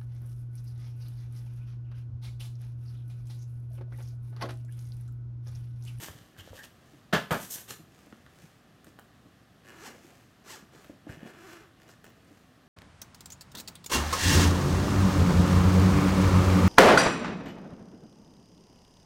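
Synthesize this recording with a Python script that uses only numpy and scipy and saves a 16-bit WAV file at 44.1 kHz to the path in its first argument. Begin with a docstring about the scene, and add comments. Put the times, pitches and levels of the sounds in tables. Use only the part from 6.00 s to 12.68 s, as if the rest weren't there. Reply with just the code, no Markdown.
"""A cardboard box rubs and squeaks against hands and clothes as a man lifts it off his lap.
Tossed aside in the small living room, it lands with a slap, tips over and slides; its panels ring.
He bumps and turns a hard carrying case on the sofa, then unzips it in several short pulls:
the slider ticks over the teeth, buzzing higher as it speeds up, and the shell of the case resounds."""
import sys
import numpy as np
from scipy import signal
from scipy.io import wavfile

SR = 44100
rng = np.random.default_rng(int(sys.argv[2]) if len(sys.argv) > 2 else 0)


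def digitize_waveform(pressure):
    """Quantize a signal to 16-bit integers and store it at the path in sys.argv[1].

    Rows of a 2-D input are taken as channels; values are limited to [-1, 1].
    """
    field = np.atleast_2d(pressure).T
    bounded = np.clip(field, -1, 1)
    quanta = np.round(bounded * 32767).astype(np.int16)
    wavfile.write(sys.argv[1], SR, quanta)


N = 294588
TIME = np.arange(N) / SR


def amp(db):
    """Turns decibels into a number to multiply by."""
    return 10 ** (np.asarray(db) / 20)


def look_up(points, hz):
    """Reads between the rows of a table, on a log-frequency axis."""
    freqs, values = np.transpose(points)
    return np.interp(np.log(hz + 1), np.log(freqs), values)


def add(mix, start_s, sound):
    """Lays a sound into the mix."""
    part = mix[round(start_s * SR):][:len(sound)]
    part += sound[:len(part)]


def colour(x, spectrum, size=4096):
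    """Gives a sound the tone of a (frequency, level) table; white noise keeps its power."""
    log_gain = np.log(amp(look_up(spectrum, abs(np.fft.fftfreq(size, 1 / SR)))))
    response = np.exp(np.conj(signal.hilbert(log_gain)))  # rings after a hit, never before
    kernel = np.fft.ifft(response).real[:size // 2]
    return signal.oaconvolve(x, kernel / np.linalg.norm(kernel))[:len(x)]


def soften(x, hz):
    """Dulls the sound above hz (a one-pole low-pass)."""
    pole = np.exp(-2 * np.pi * hz / SR)
    return signal.lfilter([1 - pole], [1, -pole], x)


def waver(hz):
    """A random wobble of typical size 1, up to about hz."""
    wobble = soften(soften(rng.standard_normal(N), hz), hz)
    return wobble / wobble.std()


def die_away(t, ring_s):
    """A fade that drops 60 dB in the ring time."""
    return np.exp(-np.log(1000) * t / ring_s)


def friction(per_s, spread_db):
    """Rubbing: tiny slips of uneven size at random moments."""
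    slips = rng.standard_normal(N) * (rng.random(N) < per_s / SR)
    slips *= amp(spread_db * np.minimum(rng.exponential(1, N), 4))
    return slips / slips.std()


def stroke(peak_s, rise, fall, shape=1.6):
    """One movement swells to 1 and fades; shape 1 is pointed, 2 is a bell."""
    distance = np.maximum((peak_s - TIME) / rise, (TIME - peak_s) / fall)
    return np.exp(-np.minimum(distance, 12) ** shape)


def strokes(rows, column=0):
    """Loudness over time of many movements, using one of their level columns."""
    return np.sqrt(sum((amp(db[column]) * stroke(s, rise, fall)) ** 2 for s, rise, fall, *db in rows))


# how long the room echoes: (frequency [Hz], ring time [s])
ROOM_RING = [(100, 0.14), (300, 0.34), (800, 0.29), (2000, 0.34), (5000, 0.33), (14000, 0.36)]
def room(x, wet_db):
    """Adds reflections off the walls, at wet_db against the sound itself."""
    size = SR // 2
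    echoes = rng.choice([-1., 1.], size) * (rng.random(size) < 4000 / SR) * (TIME[:size] > .004)
    hz, t, bands = signal.stft(echoes, SR, nperseg=256)
    fade = amp(-60 * t / look_up(ROOM_RING, hz)[:, None])
    tail = signal.istft(bands * fade, SR, nperseg=256)[1]
    return x + amp(wet_db) * signal.oaconvolve(x, tail / np.linalg.norm(tail))[:N]


# tone of the quiet room: (frequency [Hz], level [dB])
AIR_TONE = [(15, -38), (25, -10.5), (120, 3), (242, -1), (489, -10.5), (775, -9.5), (887, -18),
            (1190, -10.5), (1440, -15), (1740, -12.5), (2280, -20), (2990, -18.5), (10100, -32.5),
            (12900, -31.5), (16000, -41)]
def room_tone(level_db=-59):
    """The steady low murmur of the air, with faint microphone hiss."""
    return amp(level_db) * colour(rng.standard_normal(N), AIR_TONE)


# sleeves brushing the case; the case dragging on the sofa: (peak time [s], rise [s], fall [s], level [dB])
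SLEEVE_BRUSHES = [(0.92, .2, 0.13, -67.5), (1.97, 0.075, 0.23, -65), (2.41, 0.1, 0.13, -62.5),
                  (2.89, .035, 0.024, -63), (3.08, .06, .35, -78), (4.05, 0.22, 0.23, -62.5),
                  (4.84, 0.066, 0.084, -64), (6.33, .12, 0.16, -68.5)]
SOFA_DRAGS = [(3.95, 0.055, .06, -56.5), (4.11, 0.044, 0.078, -59.5), (4.745, 0.019, 0.023, -54.5),
              (5.1, 0.027, 0.082, -50.5), (5.246, .03, 0.033, -44.5), (5.88, 0.095, 0.041, -58.5),
              (6.07, 0.033, .15, -60)]
# tone of each fabric: (frequency [Hz], level [dB])
SLEEVE_TONE = [(100, -8), (300, 11.5), (800, 2.5), (1700, 3), (2400, 4), (4000, -4.5), (6500, 0),
               (10000, -8), (12500, -8), (16000, -13)]
SOFA_TONE = [(60, -28), (200, 2), (400, 2.5), (700, 1.5), (1000, -10.5), (1700, -10.5), (2500, -11.5),
             (4500, -23.5), (16000, -36)]
def cloth(drag_db=-3):
    """Sleeve fibres catch as the hands move; the sofa gives a duller rub."""
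    sleeves = strokes(SLEEVE_BRUSHES) * colour(friction(per_s=2800, spread_db=3), SLEEVE_TONE)
    sofa = strokes(SOFA_DRAGS) * colour(friction(per_s=900, spread_db=-3.5), SOFA_TONE)
    return room(sleeves + amp(drag_db) * sofa, wet_db=-4.5)


# the metal pull tab jingling: (time [s], pitch [Hz], level [dB], ring time [s])
JINGLES = [(2.846, 8700, -64, .05), (2.87, 8400, -66, .05), (6.043, 15300, -59, .06),
           (6.043, 8600, -62, .06), (6.098, 15300, -63, .07), (6.245, 8600, -66, .06)]
def tab_jingles():
    """The loose tab rings briefly against the slider."""
    out, t = np.zeros(N), TIME[:SR // 5]
    for s, hz, db, ring_s in JINGLES:
        add(out, s, amp(db) * np.sin(2 * np.pi * hz * t) * die_away(t, ring_s))
    return room(out, wet_db=-8)


# fingers and tab tapping box and case: (time [s], level [dB], extra level of the tick [dB])
FINGER_TAPS = [(0.085, -36, -21), (0.366, -49, -15), (0.388, -43, -4), (0.644, -49.5, 3), (2.126, -44, -30),
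               (2.264, -43, -22), (2.845, -47, 3.5), (2.869, -45.5, -20), (2.989, -42, -9),
               (2.995, -44.5, 3.5), (3.652, -45, -16), (4.845, -42.5, -10), (5.093, -44, -8),
               (5.893, -45, -6), (6.043, -46, -1)]
# tone of the tapped shell, and of fine ticks and hiss: (frequency [Hz], level [dB])
KNOCK_TONE = [(100, 0), (350, 1), (600, 3), (1000, -4), (1300, 2), (1650, 6), (2300, -14), (3000, -6.5),
              (4200, -16), (8000, -23), (16000, -34)]
HISS_TONE = [(100, -35), (2000, -31), (3300, -10.5), (4400, -9.5), (6000, 0), (8800, -1), (10200, -5.5),
             (12000, 0.5), (14000, -3), (16000, -14.5)]
def taps(knock_db=12, tick_db=3, scatter=0.27):
    """Small hard contacts: a knock with a bright tick on top."""
    knock, tick, t = np.zeros(N), np.zeros(N), TIME[:SR // 50]
    for s, db, treble_db in FINGER_TAPS:
        contact = signal.unit_impulse(len(t)) + scatter * rng.standard_normal(len(t)) * np.exp(-t / .0017)
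        add(knock, s, amp(db + knock_db) * contact)
        add(tick, s, amp(db + treble_db + tick_db) * contact)
    return room(colour(knock, KNOCK_TONE) + colour(tick, HISS_TONE), wet_db=-4.5)


# hands, box and case bumping: (time [s], level [dB], pitch [Hz])
SOFT_BUMPS = [(0.09, -41, 83), (.148, -41, 119), (.207, -45.5, 121), (0.385, -38.5, 90.5),
              (.475, -35.5, 570), (0.501, -39.5, 94), (.531, -30, 520), (0.934, -45, 298),
              (1.431, -34, 182), (1.796, -39, 166), (2.068, -42, 270), (2.127, -40.5, 221),
              (2.435, -44, 157), (2.872, -44.5, 310), (3.257, -45, 265), (3.878, -39.5, 235),
              (4.046, -41, 347), (4.624, -47, 205), (4.896, -28, 267), (5.068, -24, 278), (5.093, -26, 118),
              (5.168, -41, 158), (5.228, -35, 230), (5.254, -33, 207), (6.309, -43.5, 286)]
def bumps(rise_swings=0.35, scuff=0.36, soft_db=-43.5, soft_swings=14.8, smother=0.34):
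    """Soft blows: a few fading swings with a dull scuff."""
    out, t = np.zeros(N), TIME[:SR // 3]
    for s, db, hz in SOFT_BUMPS:
        band = signal.butter(2, [hz / 2, 2 * hz], "band", fs=SR)
        noise = signal.lfilter(*band, rng.standard_normal(len(t)))
        thud = scuff * noise / noise.std() - np.sin(2 * np.pi * hz * t)
        # harder bumps press into the hands and cushion and die sooner
        swings = soft_swings * amp(smother * (soft_db - db))
        onset = 1 - np.exp(-(t * hz / rise_swings) ** 2)
        add(out, s, amp(db) * thud * onset * die_away(t, swings / hz))
    return room(soften(out, hz=755), wet_db=-5)


# the box squeaking under fingers or on the floor: (time [s], length [s], pitch [Hz], level [dB])
BOX_SQUEAKS = [(0.076, 0.01, 1650, -54), (0.386, 0.037, 3000, -50.5), (0.577, 0.059, 1725, -48.5),
               (0.631, 0.026, 2986, -51), (1.513, 0.093, 5900, -56)]
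def box_squeaks(fuzz=0.075):
    """Cardboard sticks and slips, making short fuzzy notes that start abruptly."""
    out = np.zeros(N)
    for s, length, hz, db in BOX_SQUEAKS:
        t = TIME[:round(length * SR)]
        grip = (1 - np.exp(-t / 0.0025)) * (1 - (t / length) ** 2)
        note = np.sqrt(2) * waver(fuzz * hz)[:len(t)] * np.sin(2 * np.pi * hz * t)
        add(out, s, amp(db) * note * grip)
    return room(out, wet_db=-6.5)


# the box rubbing on hands and clothes, then skidding on the floor:
# (peak time [s], rise [s], fall [s], scrape level [dB], hiss level [dB])
LIFT_RUBS = [(0.025, 0.03, 0.063, -41.5, -46), (0.17, 0.1, 0.12, -58, -67),
             (0.397, 0.017, 0.027, -47.5, -58), (0.46, 0.032, 0.048, -53.5, -66),
             (0.592, 0.059, 0.023, -49.5, -56.5), (0.642, 0.013, 0.017, -45, -52.5)]
FLOOR_SKIDS = [(1.355, 0.032, 0.059, -48, -62), (1.43, .07, 0.061, -50, -43),
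               (1.512, .009, .02, -54, -34.5), (1.545, 0.032, 0.015, -47.5, -32),
               (1.578, .025, 0.022, -46.5, -60), (1.612, 0.015, 0.016, -51.5, -46),
               (1.704, 0.017, 0.027, -41.5, -41)]
# tone of scraped cardboard: (frequency [Hz], level [dB])
SCRAPE_TONE = [(30, -60), (100, 1), (300, -1.5), (600, -7), (950, -6.5), (1400, -8), (1730, -2),
               (2300, -10), (3050, -4.5), (4000, -9.5), (7000, -14.5), (16000, -34)]
def box_rubbing(rows, scrape_db, hiss_db, wet_db, judder_db=2):
    """Sliding cardboard judders: coarse slips sound the panels, fine ones hiss."""
    scrape = strokes(rows, column=0) * colour(friction(per_s=4000, spread_db=3), SCRAPE_TONE)
    hiss = strokes(rows, column=1) * colour(rng.standard_normal(N), HISS_TONE)
    judder = amp(judder_db * waver(hz=108))
    return room((amp(scrape_db) * scrape + amp(hiss_db) * hiss) * judder, wet_db)


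# the box hitting the floor, then tipping over:
# (time [s], level [dB], rise [s], settling time [s], duller above [Hz], crackle level [dB])
BOX_HITS = [(1.1261, -18.5, 0.0029, 0.0452, 3450, -43), (1.3075, -22.5, 0.00024, 0.0476, 1030, -41)]
# notes of the panels and the air inside: (pitch [Hz], level [dB], ring time [s])
BOX_NOTES = [(128, -6, .35), (157, 0, .35), (201, -3, .33), (241, -3, .3), (411, -3, .27), (547, -5, .27),
             (686, 0, .28), (798, -6, .27), (1035, -5, .25), (1181, -9, .25), (1260, -10, .25),
             (1336, -5, .22), (1432, -10, .22), (1552, -5, .22), (1633, -2, .22), (1702, -6, .25),
             (1731, 1, .33), (1855, -8, .22), (2207, -15, .2), (2570, -15, .22), (2955, -12, .24),
             (3128, -15, .24), (3295, -14, .2)]
# tone of slapped cardboard: (frequency [Hz], level [dB])
SLAP_TONE = [(40, -20), (90, -9), (160, -2), (250, -3), (330, -7), (450, -4), (700, -3), (900, -6),
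             (1650, -2.5), (2150, -13), (3000, -9.5), (4200, -14), (8000, -25), (16000, -33)]
def box_landing(slap_db=-2.5, ring_db=-12.5):
    """Cardboard meets the floor in a crush of tiny contacts; the panels ring and the room answers."""
    slap, ring, crackle, t = np.zeros(N), np.zeros(N), np.zeros(N), TIME[:SR // 2]
    for s, db, rise, settle, dull_hz, crackle_db in BOX_HITS:
        onset = 1 - np.exp(-t / rise)
        press = onset * np.exp(-(t / settle) ** 2)
        crush = colour(soften(rng.standard_normal(len(t)), dull_hz), SLAP_TONE)
        add(slap, s, amp(db + slap_db) * press * crush / crush.std())
        add(crackle, s, amp(crackle_db) * press * friction(per_s=2900, spread_db=6)[:len(t)])
        for hz, note_db, ring_s in BOX_NOTES:
            note = np.sin(2 * np.pi * (hz * t + rng.random())) * die_away(t, ring_s)
            gain = amp(db + note_db + ring_db) / np.hypot(1, hz / dull_hz)
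            add(ring, s, gain * onset * note)
    return room(slap, wet_db=-6) + ring + room(colour(crackle, HISS_TONE), wet_db=-4)


# three longer zip pulls: (peak time [s], rise [s], fall [s], teeth level [dB], tape level [dB])
ZIP_PULLS = [(3.865, 0.089, 0.056, -51, -54), (4.525, 0.072, 0.064, -53.5, -53),
             (5.52, .13, 0.075, -51.5, -58)]
# the slider's speed, one list for each pull: (time [s], speed [teeth/s])
PULL_SPEEDS = [
    [(3.6, 60), (3.7, 117), (3.76, 367), (3.795, 305), (3.845, 465), (3.868, 1066), (3.9, 265), (3.97, 105)],
    [(4.44, 175), (4.47, 453), (4.5, 1055), (4.545, 850), (4.587, 304), (4.66, 130)],
    [(5.33, 222), (5.37, 370), (5.41, 325), (5.46, 390), (5.5, 304), (5.53, 373), (5.595, 300),
     (5.615, 440), (5.69, 295)],
]
# short tugs: (peak time [s], rise [s], fall [s], teeth level [dB], tape level [dB], top speed [teeth/s])
ZIP_TUGS = [(3.68, .035, .055, -52.5, -54, 110), (4.75, .035, .12, -62.5, -64.5, 455),
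            (5.105, .022, .07, -50, -55, 162), (5.293, .045, .028, -51, -60, 240),
            (5.819, .022, 0.039, -54.5, -55, 73), (5.895, 0.021, .04, -55.5, -51, 125),
            (6.048, .012, 0.062, -52, -53, 94)]
def slider_motion(usual_teeth_per_s=406, creep_teeth_per_s=55):
    """The slider's speed and its force on teeth and cloth tape: the faster and tauter, the louder."""
    speeds = [np.interp(TIME, *np.transpose(curve), left=0, right=0) for curve in PULL_SPEEDS]
    speeds += [top * np.sqrt(stroke(s, rise, fall)) for s, rise, fall, _, _, top in ZIP_TUGS]
    teeth, tape = np.zeros(N), np.zeros(N)
    for speed, (s, rise, fall, teeth_db, tape_db, *_) in zip(speeds, ZIP_PULLS + ZIP_TUGS):
        pace, tension = speed / usual_teeth_per_s, stroke(s, rise, fall)
        teeth += amp(teeth_db) * np.sqrt(tension) * pace ** 0.6
        tape += amp(tape_db) * tension * pace ** 0.77
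    return np.maximum(np.max(speeds, axis=0), creep_teeth_per_s), teeth, tape


def shell_echoes(x):
    """Waves run to and fro in the shell, smearing each tick over a few milliseconds."""
    for delay in (13, 37, 71):  # samples
        loop = np.r_[1, np.zeros(delay - 1), .5]
        x = signal.lfilter(loop[::-1], loop, x)
    return x


def tooth_ticks(teeth_passed, speed, jitter=.04, uneven_db=3):
    """One tick for each tooth, a little off in timing and strength."""
    at = np.flatnonzero(np.diff(np.floor(teeth_passed)))
    gap = SR / speed[at]  # samples between teeth
    late, strength = rng.standard_normal((len(at), 2)).T
    shift = np.round(jitter * late * gap).astype(int)
    ticks = np.zeros(N)
    ticks[np.clip(at + shift, 0, N - 1)] = amp(uneven_db * strength) * np.sqrt(gap)
    return ticks


# tone of the case's shell, the clacking slider and the rubbed tape: (frequency [Hz], level [dB])
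SHELL_TONE = [(60, -14), (170, 0.5), (370, 9), (520, 0), (900, -3), (1200, 0.5), (1700, 0.5), (2350, -6.5),
              (2950, -6), (3900, -14.5), (6500, -19.5), (10000, -25.5), (12500, -24), (16000, -31)]
CLACK_TONE = [(300, -12), (1200, -15.5), (1550, 0.5), (1800, 8), (2300, -8), (3000, 2), (4000, -26),
              (16000, -37)]
TAPE_TONE = [(200, -29), (1500, -9.5), (2600, 1), (3800, 3), (5000, 4), (7700, 2), (10000, -8.5),
             (12500, -4), (16000, -17)]
def zipper(clack_db=-2, tape_db=-1, whine_db=-5, clack_per_s=180, whine_per_s=550, grind_s=0.0011):
    """Slow teeth clack the slider one by one; fast ones merge into a whine in the shell."""
    speed, force, rub = slider_motion()
    speed = speed * (1 + .03 * waver(hz=60.2))  # the hand never pulls evenly
    teeth_passed = np.cumsum(speed) / SR
    ticks = tooth_ticks(teeth_passed, speed)
    # each tooth grinds briefly as it parts from its neighbour
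    since_tooth_s = (teeth_passed % 1) / speed
    grind = rng.standard_normal(N) * np.exp(-since_tooth_s / grind_s)
    grind /= np.sqrt(np.minimum(speed * grind_s / 2, 1))
    drive = ticks + .5 * grind
    slow = 1 / (1 + (speed / clack_per_s) ** 4)  # near 1 when creeping, near 0 when fast
    # three harmonics swell and fade at random, as if gliding across the shell's resonances
    whine = sum(np.sin(2 * np.pi * k * teeth_passed) * amp(4 * waver(hz=50)) / np.sqrt(k)
                for k in (1, 2, 3))
    whine *= amp(whine_db) * force / (1 + (whine_per_s / speed) ** 2)
    shell = shell_echoes(colour(force * np.sqrt(1 - .5 * slow) * drive, SHELL_TONE))
    clack = amp(clack_db) * colour(force * np.sqrt(slow) * drive, CLACK_TONE)
    rasp = .49 * grind + .66 * ticks + .5 * friction(per_s=1400, spread_db=-4)
    tape = amp(tape_db) * colour(rub * rasp, TAPE_TONE)
    return room(shell + clack + tape + whine, wet_db=-7)


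def scene():
    """Box, case and room together in one channel."""
    lift = box_rubbing(LIFT_RUBS, scrape_db=-4, hiss_db=-1.5, wet_db=-7)
    slide = box_rubbing(FLOOR_SKIDS, scrape_db=-2, hiss_db=-5, wet_db=-4.5)
    box = lift + box_squeaks() + box_landing() + slide
    case = zipper() + tab_jingles() + bumps() + taps() + cloth()
    return (box + case + room_tone())[None]


def record(dry):
    """The microphone loses the deepest bass and the highest treble."""
    bass_cut = signal.butter(4, 42, "high", fs=SR, output="sos")
    treble_cut = signal.firwin(511, 15950, window=("kaiser", 9), fs=SR)
    return signal.oaconvolve(signal.sosfilt(bass_cut, dry), treble_cut[None], "same")


dry = scene()
out = record(dry)
digitize_waveform(out)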